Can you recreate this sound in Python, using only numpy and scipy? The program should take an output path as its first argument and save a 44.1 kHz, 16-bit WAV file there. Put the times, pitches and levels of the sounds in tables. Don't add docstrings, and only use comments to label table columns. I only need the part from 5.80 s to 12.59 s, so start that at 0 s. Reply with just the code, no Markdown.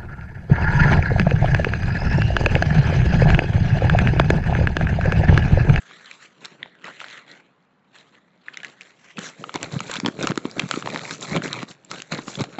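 import sys
import numpy as np
from scipy import signal
from scipy.fft import rfft, irfft, next_fast_len
from scipy.io import wavfile
from scipy.ndimage import uniform_filter1d, map_coordinates

SR = 44100
rng = np.random.default_rng(int(sys.argv[2]) if len(sys.argv) > 2 else 0)


def inscribe(sig):
    pcm = np.round(np.clip(np.atleast_2d(sig).T, -1, 1) * 32767)
    wavfile.write(sys.argv[1], SR, pcm.astype(np.int16))


N = 299439
TIME = np.arange(N) / SR

# start_s, rustle_db, hiss_db, flutter_db
CONTACT = [(0.0, -56, -64, -62), (0.35, -51.5, -59, -63.5), (0.55, -62.5, -73, -62),
           (0.72, -54.5, -65, -56), (0.95, -61.5, -85, -58.5), (1.15, -49, -61, -57.5),
           (1.52, -56, -74, -57), (1.78, -73, -88, -69.5), (2.04, -74, -93, -75), (2.2, -58.5, -68, -58.5),
           (2.5, -71.5, -87, -71), (2.85, -56, -70, -62), (3.35, -65.5, -70, -63.5),
           (3.851, -48.5, -54, -44.5), (4.6, -55, -62, -46.5), (5.3, -49.5, -52, -45),
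           (6.0, -65, -75.5, -59.5), (6.27, -58, -67, -58), (6.45, -64, -52.5, -49),
           (6.79, -49, -63, -46.5)]
# start_s, length_s, swell_db (over the length), rustle_db, hiss_db, flutter_db
STROKES = [ (0.091, 0.085, -6.5, -52, -69, -59.5), (0.25, 0.087, -4, -51, -71, -74),
           (0.427, 0.023, -4, -47.5, -53.5, -53.5), (0.619, 0.043, 7, -48.5, -59, -54),
           (0.795, 0.068, -3.5, -53.5, -78, -54), (1.046, 0.06, -3, -42.5, -59, -48),
           (1.202, 0.18, -2, -44.5, -57.5, -62), (1.478, 0.12, -3, -53, -66.5, -63),
           (2.15, 0.062, -6, -53, -66, -63.5), (2.34, 0.023, 0.5, -53.5, -72, -58.5),
           (2.665, 0.15, 6.5, -53, -68, -58), (2.849, 0.086, -12, -50, -60, -53.5),
           (3.017, 0.088, -5, -55, -64.5, -63), (3.239, 0.068, 7, -53.5, -62, -71),
           (3.388, 0.016, -13, -41.5, -52, -34.5), (3.411, 0.079, 0.5, -42.5, -47.5, -43),
           (3.596, 0.12, -11, -61, -59, -45.5), (3.758, 0.019, -16.5, -35, -55, -35),
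           (3.807, 0.039, 10, -40.5, -63, -39.5), (3.924, 0.037, -6, -44.5, -46, -37.5),
           (4.02, .15, 14.5, -40, -48.5, -46.5), (4.261, 0.024, -8, -46, -64, -28),
           (4.394, 0.11, -1.5, -35, -45.5, -30), (4.647, 0.053, -5, -45, -55.5, -42),
           (4.767, 0.086, -6, -44.5, -53, -35.5), (4.89, 0.11, -0.5, -40.5, -44.5, -41),
           (5.06, 0.13, -2.5, -40, -49.5, -36), (5.215, 0.13, 3, -39.5, -44, -41),
           (5.423, 0.11, -6, -41, -43, -40.5), (5.489, 0.079, 14, -34.5, -50, -30.5),
           (5.637, 0.037, 3, -33, -38.5, -32), (5.711, 0.12, -1.5, -37.5, -49.5, -39.5),
           (5.886, 0.026, 5.5, -46, -48.5, -48), (6.115, 0.084, -5.5, -41, -47, -39),
           (6.324, 0.1, -16, -38, -50, -37), (6.472, 0.097, -4.5, -46, -45, -47.5),
           (6.593, 0.054, -15, -38.5, -48.5, -31.5)]
# outline_hz, level_db
INSIDE_COLOUR = [(400, -8.5), (750, -4), (1400, 0), (2000, 2), (2850, -3.5), (3400, -6), (4200, -6.5),
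                 (4900, -33.5)]
# outline_hz, level_db
OUTSIDE_COLOUR = [(400, -8.5), (620, 8), (900, 4.5), (1400, 7.5), (1850, 3.5), (2300, 6.5), (2950, -6.5),
                  (3500, -2.5), (4150, 0.5), (4900, -28.5)]
# outline_hz, level_db
HISS_COLOUR = [(3600, -5), (4200, 0), (5200, -3.5), (5900, 0), (6500, 1), (7300, 3.5), (7800, -0.5)]
# outline_hz, level_db
FLUTTER_COLOUR = [(30, -12.5), (70, -38), (98, -14), (130, -0.5), (165, 0), (230, -4), (310, -4.5),
                  (600, -7.5), (900, -20.5)]
# start_s, ring_db (rms over 5 ms), ring_hz, ring_t60_s, crack_db (rms over 5 ms)
CREASES = [(0.111, -42, 1230, 0.0093, -60), (0.259, -42.5, 4100, .008, -54),
           (0.3128, -36, 2360, 0.015, -36.5), (0.6485, -38.5, 3700, 0.013, -35.5),
           (0.6554, -35.5, 3980, 0.0036, -32), (0.859, -41, 875, 0.0089, -69),
           (0.952, -50.5, 1620, .009, -66), (1.082, -37.5, 870, 0.012, -54),
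           (1.2030, -33, 2500, 0.0013, -49), (1.2145, -33, 1350, 0.016, -54),
           (1.2426, -32.5, 1530, 0.0087, -62), (1.5147, -43, 4050, 0.014, -75),
           (2.186, -50.5, 3900, .006, -61), (2.7384, -43.5, 3120, 0.01, -60),
           (2.7428, -38.5, 2600, .007, -56), (2.8023, -40, 2320, 0.0088, -58),
           (2.8323, -32.5, 1690, 0.04, -43), (3.0097, -37.5, 2400, 0.0062, -42),
           (3.0168, -42.5, 2700, 0.011, -50), (3.3713, -35, 2590, 0.025, -50),
           (3.383, -30.5, 1340, .014, -54), (3.3904, -35, 1620, 0.013, -29.5),
           (3.6399, -27, 1270, 0.012, -70), (3.6938, -30, 1290, 0.013, -59),
           (3.7417, -31, 990, 0.018, -30.5), (3.7577, -24, 996, 0.021, -24.5),
           (3.8293, -35, 2290, 0.018, -23), (3.9918, -32.5, 2940, 0.0071, -47),
           (4.0045, -24, 1290, 0.013, -25), (4.097, -28, 524, 0.023, -51.5),
           (4.1142, -28.5, 1590, .02, -25.5), (4.1389, -32, 3370, 0.0044, -28),
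           (4.1561, -26.5, 1500, 0.01, -27), (4.1671, -27.5, 3500, 0.0086, -41),
           (4.2005, -33, 960, 0.0051, -23), (4.2484, -27, 950, 0.0088, -58),
           (4.2609, -19, 3330, 0.007, -24.5), (4.2622, -19.5, 954, .006, -47.5),
           (4.2685, -29, 1030, 0.0047, -36), (4.2788, -33, 1410, 0.0022, -36),
           (4.2852, -28, 1590, 0.0037, -37), (4.4269, -28, 3690, 0.011, -28),
           (4.4325, -26.5, 1500, 0.03, -29), (4.4715, -16.5, 1300, 0.016, -18),
           (4.5081, -26, 1140, 0.0066, -31), (4.5182, -27.5, 1460, 0.0059, -54),
           (4.557, -42, 1080, 0.012, -33), (4.5756, -24, 1330, 0.013, -24),
           (4.6536, -28.5, 1095, 0.008, -60), (4.713, -39, 4700, 0.0042, -52),
           (4.7952, -18, 2515, 0.0074, -22), (4.799, -21.5, 2370, 0.00067, -40),
           (4.8202, -32, 1500, 0.0048, -41), (4.9117, -19, 1350, 0.0082, -20),
           (4.9388, -24.5, 1310, 0.026, -61), (5.0245, -29, 1300, 0.0069, -69),
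           (5.0598, -28.5, 1180, 0.0037, -43), (5.074, -22, 970, 0.0073, -58),
           (5.101, -37.5, 3650, 0.0028, -38), (5.1456, -29.5, 910, 0.0083, -35),
           (5.1602, -22.5, 1840, 0.0033, -45), (5.1748, -33, 3800, 0.004, -46),
           (5.1927, -32.5, 2070, .005, -49), (5.2525, -30.5, 2140, 0.0079, -44),
           (5.309, -32.5, 1620, 0.022, -24), (5.41, -36.5, 7000, 0.0088, -50),
           (5.4275, -30.5, 3700, 0.0094, -52), (5.5635, -21, 1070, 0.0071, -27),
           (5.5705, -26.5, 2270, 0.015, -35), (5.6205, -28, 1540, 0.013, -48),
           (5.7299, -24.5, 3870, 0.0091, -25.5), (5.79, -34.5, 2200, 0.0057, -42),
           (5.8296, -29.5, 1230, 0.0052, -36), (6.048, -45, 7400, 0.014, -58),
           (6.114, -30, 1330, 0.028, -24.5), (6.202, -35.5, 2730, 0.0067, -55),
           (6.2202, -43, 2850, 0.0055, -28.5), (6.3217, -26.5, 1400, 0.015, -29),
           (6.3891, -30.5, 1050, 0.018, -46), (6.4806, -30.5, 1130, 0.015, -60),
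           (6.554, -30.5, 3460, 0.012, -62), (6.6076, -30, 910, 0.016, -28.5),
           (6.6392, -30, 734, 0.019, -32), (6.7855, -24, 762, 0.054, -66)]
# start_s, knock_db (rms over 5 ms), main_hz, t60_s,
# upper_hz, upper_db (relative to the main mode), tick_db (rms over 5 ms)
KNOCKS = [(0.8292, -26, 1950, 0.0064, 3550, -6.5, -69), (1.0423, -33, 1930, 0.015, 2970, -8, -49),
          (2.683, -28, 1755, 0.013, 2500, -11, -63), (2.7716, -29.5, 2060, 0.0069, 3770, -8, -39),
          (2.8466, -29, 2000, 0.0051, 2840, -5, -43.5)]
# start_s, peak_db (before the band-pass), pitch_hz (middle of the sag)
THUMPS = [(3.384, -22.5, 190), (3.755, -26, 215), (3.843, -27, 180), (3.934, -18.5, 140), (3.963, -13, 158),
          (4.01, -26, 200), (4.185, -23.5, 236), (4.233, -16, 236), (4.248, -13.5, 210),
          (4.265, -16.5, 220), (4.282, -12, 260), (4.44, -12.5, 304), (4.5, -12.5, 173),
          (4.516, -14.5, 355), (4.575, -11.5, 324), (4.652, -12.5, 300), (4.781, -19, 231),
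          (4.835, -18, 179), (4.857, -23, 191), (4.939, -21.5, 258), (4.973, -13.5, 322), (5.144, -24, 260),
          (5.518, -17, 160), (5.532, -25, 198), (5.552, -13.5, 360), (5.577, -14.5, 204), (5.602, -23, 215),
          (5.654, -18, 350), (5.778, -30, 150), (5.831, -20, 246), (6.322, -22.5, 197), (6.387, -21, 268),
          (6.479, -24, 234), (6.605, -14.5, 296), (6.613, -14, 142), (6.783, -22.5, 285)]
# outline_hz, level_db
ROOM_COLOUR = [(30, -22.5), (120, -9.5), (180, 5), (350, -8.5), (1400, -8.5), (2500, -22), (7800, -42)]

LIFT_S = 3.7
TOP_HZ = 7800
GRIP_DB_PER_S, LET_GO_DB_PER_S = 902.5, 678
INSIDE_EASE = 0.7
FAR_BASS_HZ = 150
STRAY_RATE, STRAY_DB, STRAY_SCATTER_DB, STRAY_DULL_DB = 40, -2, 2.5, 9
STRAY_LOW_HZ, STRAY_HIGH_HZ, STRAY_T60_S = 1480, 4280, 0.005
SWISH_START_S, SWISH_END_S = 3.40, 3.51
SWISH_FIRST_HZ, SWISH_LAST_HZ, SWISH_DB = 7100, 5410, -42


def handling():
    t = np.linspace(0, TIME[-1], 7000)
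    contact_s, *contact_levels = np.transpose(CONTACT)
    power = np.array([undb(np.interp(t, contact_s, db)) ** 2 for db in contact_levels])
    for start, length, swell_db, *levels_db in STROKES:
        swell = swell_db * (np.clip((t - start) / length, 0, 1) - .5)
        let_go = LET_GO_DB_PER_S * (INSIDE_EASE if start < LIFT_S else 1)
        before = GRIP_DB_PER_S * np.maximum(start - t, 0)
        after = let_go * np.maximum(t - start - length, 0)
        power += undb(np.add.outer(levels_db, swell - before - after)) ** 2
    return [np.interp(TIME, t, 10 * np.log10(p)) for p in power]


def rustle(paper_db, hiss_db, flutter_db):
    near = np.clip((TIME - LIFT_S) * 20, 0, 1)
    far = 1 - near
    rubbing = slips(rate=2000, spread_db=2.0, smooth=0.63)
    rubbing = unit(flex(rubbing, depth_db=3.5, rate=27))
    facets = crinkle(rate=850, spread_db=3.0, cycles=0.56)
    jerks = slips(rate=330, spread_db=1.5, smooth=0.64)
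    crinkling = unit(flex(facets + jerks, depth_db=2.0, rate=23))
    paper = far * unit(colour(rubbing, INSIDE_COLOUR)) + near * unit(colour(crinkling, OUTSIDE_COLOUR))

    fibres = unit(flex(rng.standard_normal(N), depth_db=1.0, rate=48))
    hiss = unit(colour(far * rubbing + near * crinkling + fibres, HISS_COLOUR))

    flutter = unit(colour(slips(rate=440, spread_db=2.5, smooth=0.39), FLUTTER_COLOUR))
    flutter = unit(flutter * undb(1.96 * walk(55)))
    flutter = near * flutter + far * band(flutter, FAR_BASS_HZ, 2000)

    grip = unit(undb(1.5 * walk(90) + 1.3 * walk(300)))
    sheet = grip * (paper * undb(paper_db) + hiss * undb(hiss_db))
    return table_echo(sheet) + flutter * undb(flutter_db)


def slips(rate, spread_db, smooth):
    size = undb(spread_db * np.minimum(rng.exponential(size=N), 4))
    happens = rng.random(N) < rate / SR
    jerks = happens * size * rng.choice([-1, 1], N)
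    return unit(jerks) + smooth * rng.standard_normal(N)


def crinkle(rate, spread_db, cycles, count=16):
    out, t = np.zeros(N), TIME[:512]
    for hz in np.geomspace(700, 7500, count):
        when, size, sign = rng.random((int(rate * N / SR / count), 3)).T
        strength = undb(-spread_db * np.log(np.maximum(size, .015)))
        flips = np.zeros(N)
        flips[(when * N).astype(int)] = np.sign(sign - .5) * strength
        age = t * hz / cycles
        grain = np.sin(2 * np.pi * hz * t) * age * np.exp(-age)
        out += np.sqrt(hz) * unit(signal.oaconvolve(flips, grain)[:N])
    return unit(out)


def flex(x, depth_db, rate, count=12):
    centres = np.log(np.geomspace(600, TOP_HZ, count))
    size = next_fast_len(N)
    place = np.log(np.maximum(np.fft.rfftfreq(size, 1 / SR), 1))
    spectrum = rfft(x, size)
    out = np.zeros(N)
    for share in np.eye(count):
        region = irfft(spectrum * np.interp(place, centres, share), size)[:N]
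        out += region * undb(depth_db * walk(rate))
    return out


def table_echo(x, lag_s=0.000805, sway=0.363, rate=7, strength=0.37):
    lag = lag_s * SR * np.exp(sway * walk(rate))
    late = map_coordinates(x, [np.arange(N) - lag], order=3, mode="nearest")
    return (x + strength * late) / np.sqrt(1 + strength ** 2)


def creases(rows, upper_ratio=1.74, upper_db=-9, rise_s=0.00016, crack_s=0.0011, folds_db=-6):
    out, t = np.zeros(N), TIME[:2048]
    for s, ring_db, hz, t60, crack_db in rows:
        noise = rng.standard_normal((2, len(t)))
        buckle = (1 - np.exp(-t / rise_s)) ** 2
        fade = buckle * decay(t, t60)
        upper_hz = upper_ratio * hz
        upper = undb(upper_db) / (1 + (upper_hz / 4300) ** 4) * np.sin(2 * np.pi * upper_hz * t)
        modes = burst((np.sin(2 * np.pi * hz * t) + upper) * fade)
        folds = burst(band(noise[0] * fade, min(0.42 * hz, 1100), max(3600, 1.59 * hz), order=4))
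        ring = burst(modes + undb(folds_db) * folds)
        crack = burst(band(noise[1] * buckle * np.exp(-t / crack_s), 1000, .45 * SR, order=3))
        add(out, s, undb(ring_db) * ring + undb(crack_db) * crack)
    return out


def stray_creases(paper_db):
    when, pitch, size = rng.random((int(STRAY_RATE * N / SR), 3)).T
    start_s = when * TIME[-1]
    ring_db = np.interp(start_s, TIME, paper_db) + STRAY_DB + STRAY_SCATTER_DB * (2 * size - 1)
    ring_hz = STRAY_LOW_HZ * (STRAY_HIGH_HZ / STRAY_LOW_HZ) ** pitch
    rows = [(s, db, hz, STRAY_T60_S, db - STRAY_DULL_DB) for s, db, hz in zip(start_s, ring_db, ring_hz)]
    return creases(rows)


def knocks(rise_s=0.00071, tick_s=0.00072, chatter_db=-10):
    out, t = np.zeros(N), TIME[:2048]
    contact = (1 - np.exp(-t / rise_s)) ** 2
    for s, db, hz, t60, upper_hz, upper_db, tick_db in KNOCKS:
        noise = rng.standard_normal((2, len(t)))
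        fade = contact * decay(t, t60)
        upper = undb(upper_db) * np.sin(2 * np.pi * upper_hz * t)
        modes = burst((np.sin(2 * np.pi * hz * t) + upper) * fade)
        chatter = burst(band(noise[0] * fade, 1480, upper_hz, order=3))
        body = burst(modes + undb(chatter_db) * chatter)
        tick = burst(band(noise[1] * contact * np.exp(-t / tick_s), 4800, 7100))
        add(out, s, undb(db) * body + undb(tick_db) * tick)
    return out


def thumps(rise_cycles=0.69, peak_s=0.0019, sag=0.1, crackle_db=-23):
    out, bending, t = np.zeros(N), np.zeros(N), TIME[:2048]
    for s, db, hz in THUMPS:
        rise_s = rise_cycles / hz
        age = t / rise_s
        bulge = undb(db) * (age * np.exp(1 - age)) ** 2
        pitch = hz * (1 + sag * (np.exp(-age) * 2 - 1))
        begin_s = s + peak_s - rise_s
        add(out, begin_s, bulge * np.sin(2 * np.pi * np.cumsum(pitch) / SR))
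        add(bending, begin_s, bulge)
    folds = unit(band(slips(rate=810, spread_db=3, smooth=0), 370, 1700))
    return band(out, 107.3, 2500, order=4) + undb(crackle_db) * bending * folds


def swish(half_width_hz=700):
    span_s = (SWISH_START_S, SWISH_END_S)
    along = np.interp(TIME, span_s, (0, 1))
    hz = np.interp(TIME, span_s, (SWISH_FIRST_HZ, SWISH_LAST_HZ))
    carrier = np.sin(2 * np.pi * np.cumsum(hz) / SR)
    hiss = unit(band(rng.standard_normal(N), 15, half_width_hz) * carrier)
    return undb(SWISH_DB) * np.sin(np.pi * along) * hiss


def room(x, t60=0.23, wet_db=-21.0):
    t = TIME[:16384]
    tail = band(rng.standard_normal(len(t)), 200, 13000, order=1)
    tail *= decay(t, t60) * (t > .004)
    tail /= np.sqrt(np.sum(tail ** 2))
    return x + undb(wet_db) * signal.fftconvolve(x, tail)[:N]


def room_tone():
    return undb(-63.5) * unit(colour(rng.standard_normal(N), ROOM_COLOUR))


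def undb(db):
    return 10 ** (np.asarray(db) / 20)


def unit(x):
    return x / np.sqrt(np.mean(x ** 2))


def burst(x):
    return x / np.sqrt(np.sum(x ** 2) / (.005 * SR))


def decay(t, t60):
    return np.exp(-np.log(1000) * t / t60)


def add(out, s, sound):
    i = max(int(s * SR), 0)
    out[i:i + len(sound)] += sound[:max(N - i, 0)]


def walk(rate):
    k = int(SR / rate)
    steps = np.repeat(rng.standard_normal(N // k + 1), k)
    return unit(uniform_filter1d(steps, k)[:N])


def band(x, lo_hz, hi_hz, order=2):
    return signal.sosfilt(signal.butter(order, [lo_hz, hi_hz], "band", fs=SR, output="sos"), x)


def colour(x, points, size=4096):
    hz, db = np.transpose(points)
    f = np.maximum(np.fft.rfftfreq(size, 1 / SR), 1)
    beyond = np.abs(np.log2(f / np.clip(f, hz[0], hz[-1])))
    outline_db = np.interp(np.log(f), np.log(hz), db) - 24 * np.minimum(beyond, 2)
    cepstrum = irfft(np.log(undb(outline_db)))
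    cepstrum[1:size // 2] *= 2
    cepstrum[size // 2 + 1:] = 0
    response = irfft(np.exp(rfft(cepstrum)))
    return signal.fftconvolve(x, response)[:len(x)]


def scene():
    paper_db, hiss_db, flutter_db = handling()
    packet = rustle(paper_db, hiss_db, flutter_db)
    packet += creases(CREASES) + stray_creases(paper_db)
    packet += knocks() + thumps() + swish()
    return (room(packet) + room_tone())[None]


def record(dry):
    taps = signal.firwin(401, TOP_HZ, window=("kaiser", 6), fs=SR)
    return signal.fftconvolve(np.tanh(dry), taps[None], mode="same", axes=1)


dry = scene()
out = record(dry)
inscribe(out)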